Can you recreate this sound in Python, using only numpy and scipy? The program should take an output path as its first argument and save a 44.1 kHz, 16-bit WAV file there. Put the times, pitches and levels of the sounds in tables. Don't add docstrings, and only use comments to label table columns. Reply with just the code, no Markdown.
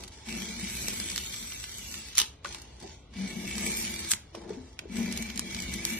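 import sys
import numpy as np
from scipy import signal
from scipy.fft import rfft, irfft, next_fast_len
from scipy.io import wavfile
from scipy.ndimage import uniform_filter1d

SR = 44100
rng = np.random.default_rng(int(sys.argv[2]) if len(sys.argv) > 2 else 0)


def boost(x):
    u = np.asarray(x, float) / 20
    return 10 ** u


def dump_mix(stems):
    frames = np.atleast_2d(stems).T
    limited = np.clip(frames, -1, 1)
    pcm = np.round(limited * 32767).astype(np.int16)
    wavfile.write(sys.argv[1], SR, pcm)


N = 264159
WIDE = next_fast_len(N, real=True)
TIME = np.arange(N) / SR


def evened(x):
    return x / np.sqrt(np.mean(x ** 2) + 1e-20)


def noise_pair():
    return rng.standard_normal((2, N))


def highpass(x, hz, order):
    return signal.sosfilt(signal.butter(order, hz, "high", fs=SR, output="sos"), x)


def read(points, column=1):
    table, hz = np.transpose(points), np.fft.rfftfreq(WIDE, 1 / SR)
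    return np.interp(np.log(hz + 1), np.log(table[0] + 1), table[column])


def colour(x, points):
    hz = np.fft.rfftfreq(WIDE, 1 / SR)
    inside = (hz >= points[0][0]) & (hz <= points[-1][0])
    return evened(irfft(rfft(x, WIDE) * boost(read(points)) * inside, WIDE)[:, :N])


def ring(x, modes, bend=0.96):
    out = 0
    for hz, width, db in modes:
        turn = np.exp(2j * np.pi * np.cumsum(hz * bend * np.ones(x.shape[-1])) / SR)
        r = np.exp(-np.pi * width / SR)
        mode = (turn * signal.lfilter([1 - r], [1, -r], x / turn)).real
        out = out + boost(db) * evened(mode)
    return out


def wobble(seconds, depth_db):
    size = max(int(seconds * SR), 2)
    slow = uniform_filter1d(uniform_filter1d(rng.standard_normal(N), size), size)
    return boost(depth_db * evened(slow))


def shape(s, hold, rise_db_s, fall_db_s):
    t = TIME - s
    db = np.minimum(rise_db_s * t, 0) - fall_db_s * np.maximum(t - hold, 0)
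    return boost(2 * np.maximum(db, -100))


# f/Hz, level/dB per Hz
BENCH_RUMBLE = [(15, -59), (25, -20.5), (59, 5.5), (82, 1), (97, -5), (124, -2.5), (156, -10), (220, -16.5),
                (290, -10), (480, -120)]
STILL_AIR = [(120, -11.5), (400, 12), (700, 5.5), (1500, 0), (4000, -2), (8000, -32), (16000, -36.5)]


def shop_air(gain):
    rumble = gain["bench"] * wobble(0.076, 1.0) * colour(noise_pair(), BENCH_RUMBLE)
    return rumble + boost(-62.5) * colour(noise_pair(), STILL_AIR)


# f/Hz, t60/s
SHOP_DECAY = [(200, 0.63), (1000, 0.4), (4000, 0.29), (12000, 0.22)]


def echoes(x):
    taps = rng.choice([-1., 1.], (2, SR // 2)) * (rng.random((2, SR // 2)) < .05)
    taps[:, :200] = 0
    hz, t, z = signal.stft(taps, SR, nperseg=256)
    f, t60 = np.transpose(SHOP_DECAY)
    decay = boost(-60 * t / np.interp(hz, f, t60)[:, None])
    tail = signal.istft(z * decay, SR, nperseg=256)[1]
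    return signal.fftconvolve(x, tail / np.linalg.norm(tail[0]), axes=1)[:, :N]


# t/s, level/dB
BENCH_SHOVES = [
    (.86, -45),
    (1.16, -51.5),
    (3.51, -46),
    (5.2, -49),
    (5.68, -41.5),
]


def shove_bench(power):
    power["bench"] += boost(2 * -52.5)
    for s, db in BENCH_SHOVES:
        power["bench"] += boost(2 * db) * shape(s, 0, rise_db_s=48, fall_db_s=90)


# t/s, peak level/dB, f/Hz, t60/s
BOARD_KNOCKS = [(0.628, -30.5, 193, 0.12), (0.882, -29, 460, 0.011), (1, -22, 290, 0.0057),
                (2.447, -45.5, 566, 0.12), (2.824, -42, 238, 0.066), (2.844, -44.5, 396, 0.2),
                (4.349, -28.5, 595, 0.013), (4.504, -26.5, 422, 0.055), (4.518, -40, 374, 0.03),
                (4.569, -37.5, 256.6, 0.21), (4.855, -31.5, 405, 0.031), (5.39, -28, 263, 0.026)]
# t/s, peak level/dB, f/Hz, t60/s
BLADE_TAPS = [
    (4.791, -26.5, 2470, 0.0096),
    (0.037, -44.5, 1190, 0.023),
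    (2.449, -26.5, 1160, 0.02),
    (2.449, -33, 1750, 0.013),
    (2.456, -30.5, 1470, 0.028),
    (2.546, -42, 1090, 0.022),
    (2.84, -45, 750, 0.076),
    (4.348, -30.5, 1080, 0.01),
]


def knocks():
    out, t = np.zeros(N + 8192), np.arange(8192) / SR
    for s, db, hz, t60 in BOARD_KNOCKS + BLADE_TAPS:
        at = round(s * SR)
        decay = boost(db - 60 * t / max(t60, .01))
        soft_start = 1 - np.exp(-t * hz * 1.8)
        out[at:at + 8192] += 1.34 * decay * soft_start * np.sin(2 * np.pi * hz * t)
    return np.array([out[:N], np.roll(out[:N], 30)])


# t/s, hold/s, rub level/dB, weight level/dB
BLADE_SLIDES = [(0, 0.033, -52, -51.5), (0.122, 0.27, -55, -70), (2.462, 0.094, -48, -56.5),
                (2.63, 0.18, -60.5, -61), (2.826, 0.015, -55.5, -46), (2.868, 0.064, -55, -67),
                (4.348, 0.037, -56, -48.5), (4.414, 0.077, -67, -48), (4.494, 0.064, -57.5, -47),
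                (4.605, 0.12, -62, -63.5), (4.798, 0.056, -69, -55.5)]
FROM_RUB = {"hiss": -.5, "blade": -9, "face": -1.9}
FROM_WEIGHT = {"low": -6.5, "upper": -1, "face": -5.5}


def slide_back(power):
    for s, hold, rub_db, weight_db in BLADE_SLIDES:
        slide = shape(s, hold, rise_db_s=800, fall_db_s=170)
        power["bright"] += -13 * boost(2 * (rub_db + FROM_RUB["hiss"])) * slide
        for level_db, law in ((rub_db, FROM_RUB), (weight_db, FROM_WEIGHT)):
            for layer, more_db in law.items():
                power[layer] += boost(2 * (level_db + more_db)) * slide


# t/s, peak level/dB, t60/s, brightness/dB, thud level/dB
SHAVING_TEARS = [
    (2.195, -25.5, 0.17, -1, -54),
    (4.119, -30.5, 0.097, 12.5, -41.5),
]


def tear_off(power):
    rise_db_s, thud_lag_s = 496.5, 0.015
    for s, peak_db, t60, bright_db, thud_db in SHAVING_TEARS:
        tear = shape(s, 0, rise_db_s, 60 / t60)
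        thud = shape(s + thud_lag_s, 0, rise_db_s, 60 / t60)
        power["hiss"] += boost(2 * peak_db) * tear
        power["bright"] += bright_db * boost(2 * peak_db) * tear
        power["blade"] += boost(2 * (peak_db - 21)) * tear
        power["face"] += boost(2 * (peak_db - 16)) * thud
        power["low"] += boost(2 * thud_db) * thud


# t/s, peak level/dB, centre f/Hz
FIBRE_SNAPS = [(0.612, -46, 2500), (0.672, -43, 3600), (0.8835, -28.5, 5600), (1, -31, 5240),
               (1.1, -34, 4880), (1.1163, -33.5, 4500), (1.1608, -28.5, 4580), (1.1788, -24.5, 3160),
               (1.3418, -37.5, 2900), (1.5212, -32, 3500), (1.6402, -35.5, 2980), (1.6868, -52, 2650),
               (1.783, -41, 7500), (1.941, -39, 3100), (3.5536, -38.5, 2720), (3.5813, -33, 4950),
               (5.1248, -35, 5800), (5.1743, -34.5, 6100), (5.224, -39, 6100), (5.3592, -39, 6860),
               (5.3759, -33, 5800), (5.3941, -26, 5700), (5.301, -36.5, 3000), (5.51, -40.5, 5240),
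               (5.5468, -34, 4100), (5.5657, -40, 3280), (5.602, -34, 5170), (5.622, -37, 5740),
               (5.7393, -31, 6200), (5.8518, -25.5, 6100)]
# t/s, peak level/dB, centre f/Hz
SHAVING_RIPS = [(2.153, -36.5, 5790), (2.1622, -50.5, 5000), (2.174, -25.5, 5770), (2.1817, -13.5, 6100),
                (2.189, -16.5, 4780), (2.201, -21, 5350), (2.2165, -22, 4410), (4.109, -41, 7780),
                (4.115, -26, 5430), (4.117, -15, 7790), (4.1235, -33, 8060), (4.1356, -24, 3416)]
# t/s, peak level/dB, centre f/Hz
STEEL_TICKS = [(0.0368, -41, 3710), (0.0785, -45, 4560), (2.4463, -37.5, 2720), (2.457, -39.5, 2670),
               (2.5257, -44, 3300), (2.5466, -36, 3330), (2.6173, -48.5, 5570), (2.8006, -51, 4930),
               (2.825, -51, 4440), (3.1363, -53, 2350), (4.3504, -43.5, 2850), (4.5326, -53.5, 2520),
               (4.7909, -37, 2440)]


def snaps():
    out, t = np.zeros((2, N + 2048)), np.arange(2048) / SR
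    for s, db, hz in FIBRE_SNAPS + SHAVING_RIPS + STEEL_TICKS:
        t60 = 0.017 * np.exp(-0.0746 * (db + 34))
        soft_start = 1 - np.exp(-(t / 0.00031) ** 2)
        burst = rng.standard_normal((2, 2048)) * soft_start * boost(-60 * t / max(t60, .004))
        band = signal.butter(2, [1050, 1.95 * hz + 1500], "band", fs=SR, output="sos")
        broad = signal.sosfilt(band, burst)
        pair = .7 * evened(broad) + ring(burst, [(hz, .4 * hz, 0)])
        pair = highpass(pair, 750, order=3)
        loudest = np.sqrt(uniform_filter1d(pair[0] ** 2, size=100).max())
        at = round((s - .0004) * SR)
        out[:, at:at + 2048] += boost(db + 1.5) * pair / loudest
    return out[:, :N]


# f/Hz, width/Hz, level/dB
BOARD_LOW = [(202, 30, 5.5), (204.7, 55, 6), (238.7, 19, 5.5)]
BOARD_UPPER = [(349, 8.7, 4), (379.6, 7.1, -3), (461, 6.5, -6), (640, 370, 2.5)]


def board(gain):
    chatter = wobble(0.014, 2.2) * noise_pair()
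    low = ring(ring(chatter, BOARD_LOW), [(216.4, 83, 0)])
    upper = ring(ring(chatter, BOARD_UPPER), [(370, 380, 0)])
    return gain["low"] * evened(low) + gain["upper"] * evened(upper)


def tearing(per_s, spread_db, burst_s, share):
    strength = boost(spread_db * np.minimum(rng.exponential(1, N), 2.8))
    breaks = (rng.random(N) < per_s / SR) * strength
    bursts = signal.lfilter([1], [1, -np.exp(-1 / (burst_s * SR))], breaks)
    envelope = np.sqrt(1 - share + share * evened(bursts) ** 2)
    return envelope * wobble(0.00377, 0.29) * wobble(0.01, 0.33) * noise_pair()


def patchy(x, depth_db):
    z = signal.stft(x, nperseg=512)[2]
    field = uniform_filter1d(rng.standard_normal(z.shape[1:]), size=3, axis=0)
    field = uniform_filter1d(field, size=16, axis=1)
    return evened(signal.istft(z * boost(depth_db * evened(field)), nperseg=512)[1][:, :N])


# f/Hz, width/Hz, level/dB
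SHAVING_NOTES = [(3500, 42, -28.5), (4500, 690, -11.5), (5610, 120, -18), (6100, 490, -6.5), (8190, 73, -5)]
# f/Hz, level/dB per Hz
FIBRE_HISS = [(1000, -14), (1500, -5.5), (2200, -5), (2600, 5.5), (3300, 3.5), (6000, -1), (7500, -3.5),
              (9000, -5), (11000, -15), (12800, -7), (16500, -39)]
BOARD_FACE = [(250, -1.5), (420, 4.5), (521, -18.5), (756, -6.5), (856, 7), (1150, -11), (2000, -5.5),
              (2600, -55.5), (4400, -120)]
BLADE_NOTES = (2284, 2037, 2235, 1780)
# width/Hz, level/dB
BLADE_RING = [(48, 5.5), (60, -1), (70, 3.5), (90, -8)]


def edge(gain):
    drive = tearing(per_s=320, spread_db=5.0, burst_s=.0012, share=0.26)
    hiss = patchy(colour(drive + 0.29 * ring(drive, SHAVING_NOTES), FIBRE_HISS), depth_db=2.8)
    hiss = hiss + (gain["top"] - 1) * highpass(hiss, 7500, order=2)
    notes = [(hz, *how) for hz, how in zip(BLADE_NOTES, BLADE_RING)]
    blade = evened(ring(drive, notes, bend=wobble(.05, .06)))
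    face = colour(drive, BOARD_FACE)
    return (boost(-1.0) * gain["hiss"] * hiss + boost(-4.0) * gain["blade"] * blade
            + boost(-6.0) * gain["face"] * face)


def columns(tables):
    bite_s, lift_s, clear_db, unloaded_db = 0.078, 0.051, -26.5, -35
    padded = []
    for c in tables:
        before = np.add(c[0], [-bite_s, clear_db, unloaded_db])
        after = np.add(c[-1], [lift_s, clear_db, clear_db])
        padded.append(np.vstack([before, c, after]))
    s, *cols = np.vstack(padded).T
    return [np.interp(TIME, s, c) for c in cols]


# t/s, speed of the cut level/dB, load of the edge on the board level/dB
PULLS = [
    [(.29, -44, -38.5), (.38, -39.5, -41), (.54, -42, -45.5), (.72, -38.5, -49), (.9, -38, -45.5),
     (1.25, -40.5, -53), (1.7, -44, -64), (1.98, -42, -54), (2.13, -47.5, -65)],
    [(3.16, -53, -43), (3.2, -46, -35), (3.4, -45, -40), (3.52, -41, -42), (3.67, -35.5, -36),
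     (3.85, -37, -46), (3.98, -41, -45), (4.1, -39.5, -50.5)],
    [(4.92, -52.5, -38), (4.99, -41, -32.5), (5.1, -46.5, -35.5), (5.19, -41, -41.5), (5.35, -48, -45.5),
     (5.6, -41.5, -42.5), (5.82, -41.5, -45), (5.89, -37.5, -42), (5.99, -39.5, -47.5)],
]
# level/dB at the bite, level/dB at the end
GRIP = [
    (1.5, -3.5),
    (1, 2.5),
    (2.5, 5),
]
FROM_PULL = {"hiss": (-46, 1, 0), "blade": (-49, 0.72, 0.36), "face": (-58, 0.41, 0.27),
             "low": (-45.5, 0, 0.98), "upper": (-54.5, 0.54, 0.71), "bench": (-56, 0.37, .2),
             "bright": (1, 1, -0.076)}


def pull():
    speed, load = columns(PULLS)
    usual_db = -45
    db = {}
    for layer, (at, by_speed, by_load) in FROM_PULL.items():
        db[layer] = at + by_speed * (speed - usual_db) + by_load * (load - usual_db)
    bright = np.clip(db.pop("bright"), -25, 12)
    grip_s = [c[k][0] for c in PULLS for k in (0, -1)]
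    db["blade"] += np.interp(TIME, grip_s, np.ravel(GRIP))
    power = {layer: boost(2 * v) for layer, v in db.items()}
    power["bright"] = bright * power["hiss"]
    return power


def drives():
    power = pull()
    shove_bench(power)
    tear_off(power)
    slide_back(power)
    top = boost(power.pop("bright") / power["hiss"])
    return {"top": top, **{layer: np.sqrt(v) for layer, v in power.items()}}


def scene():
    gain = drives()
    near = knocks() + snaps() + board(gain) + edge(gain)
    return shop_air(gain) + boost(-14) * echoes(near) + near


# f/Hz, level/dB
GAP_LEVEL = [(60, -38), (98, -22.5), (160, -13.5), (260, -11), (430, -8), (700, 0.5), (1150, -4),
             (1890, -11), (3090, -0.5), (5050, -1), (8270, 6.5), (13500, 3)]
# f/Hz, tied share, phase/radians
GAP_TIE = [(60, .3, -2.5), (198, 1, 0.5), (430, 0.41, 0.1), (800, .3, 2.5), (2210, 0.067, -2),
           (5000, 0.068, 2.5), (12000, 0.42, 1.4)]


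def two_ports(dry):
    total, twin = rfft(dry, WIDE)
    tie = np.clip(read(GAP_TIE), 0, 1)
    tied = tie * np.exp(1j * read(GAP_TIE, column=2)) * total
    gap = boost(read(GAP_LEVEL)) * (tied + np.sqrt(1 - tie ** 2) * twin)
    return irfft(np.array([total, gap]), WIDE)[:, :N]


# f/Hz, share of the time in the sum, share in the difference
BAND_GAPS = [(1054, 0.028, 0.011), (1575, 0.17, 0.375), (2320, 0.0097, .03), (2540, 0.35, 0.12),
             (3230, 0.25, 0.028), (4830, 0.17, .07), (7100, 0.081, 0.084), (8430, 0.28, 0.12),
             (11200, 0.29, 0.016), (13300, 0.11, 0.006)]


def thin_out(pair):
    hz, t, z = signal.stft(pair, SR, nperseg=1024, noverlap=768)
    band = np.where(hz < 7700, hz / 172, 50 + hz / 690).astype(int)
    luck = uniform_filter1d(rng.standard_normal((2, band.max() + 1, len(t))), size=15, axis=2)
    luck = 1 / (1 + np.exp(-1.7 * evened(luck)))[:, band]
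    table = np.transpose(BAND_GAPS)
    share = np.array([np.interp(hz, table[0], c) for c in table[1:]])[..., None] * np.ones(len(t))

    span = round(.028 / t[1])
    treble = (abs(z[:, hz > 3000]) ** 2).sum((0, 1))
    now_db = 10 * np.log10(uniform_filter1d(treble, size=7) + 1e-20)
    lull_db = uniform_filter1d(now_db, size=4 * span) - now_db
    bass = (abs(z[0, (hz > 120) & (hz < 500)]) ** 2).sum(0)
    bass_db = 10 * np.log10(uniform_filter1d(bass, size=7) + 1e-20)
    lull_db += .2 * (bass_db - uniform_filter1d(bass_db, size=8 * span))
    spell = uniform_filter1d(rng.standard_normal(len(t)), size=span)
    spell = evened(uniform_filter1d(spell, size=span))
    dryness = np.clip(lull_db + 1.8 * spell + .4, 0, 1)
    share[0] += dryness * np.interp(hz, [7300, 7800, 9000, 11700, 12000], [0, .65, .9, .9, .45])[:, None]
    share[0] += .55 * (treble < .12 * np.median(treble)) * (hz > 7800)[:, None]
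    share[:, hz < 1200] = 0

    sudden = treble > boost(2 * 5.5) * (np.roll(treble, 5) + 1e-20)
    share[:, hz < 7300] *= ~(sudden | np.roll(sudden, 2) | np.roll(sudden, -2))
    top = sudden * boost(np.interp(hz, [13000, 16500], [-6, -40]))[:, None]
    faint = abs(z) < .55 * uniform_filter1d(abs(z), size=9, axis=1) * (hz > 1200)[:, None]
    keep = ~faint * (luck > share) * np.where((hz < 13250)[:, None], 1, top)
    return signal.istft(z * keep, SR, nperseg=1024, noverlap=768)[1][:, :N]


def top_cut(x):
    return signal.sosfilt(signal.butter(12, 14140, fs=SR, output="sos"), x)


def record(dry):
    total, gap = thin_out(two_ports(dry))
    ceiling = .8
    mix = ceiling * np.tanh(np.array([total + gap, total - gap]) / ceiling)
    return top_cut(mix)


dry = scene()
out = record(dry)
dump_mix(out)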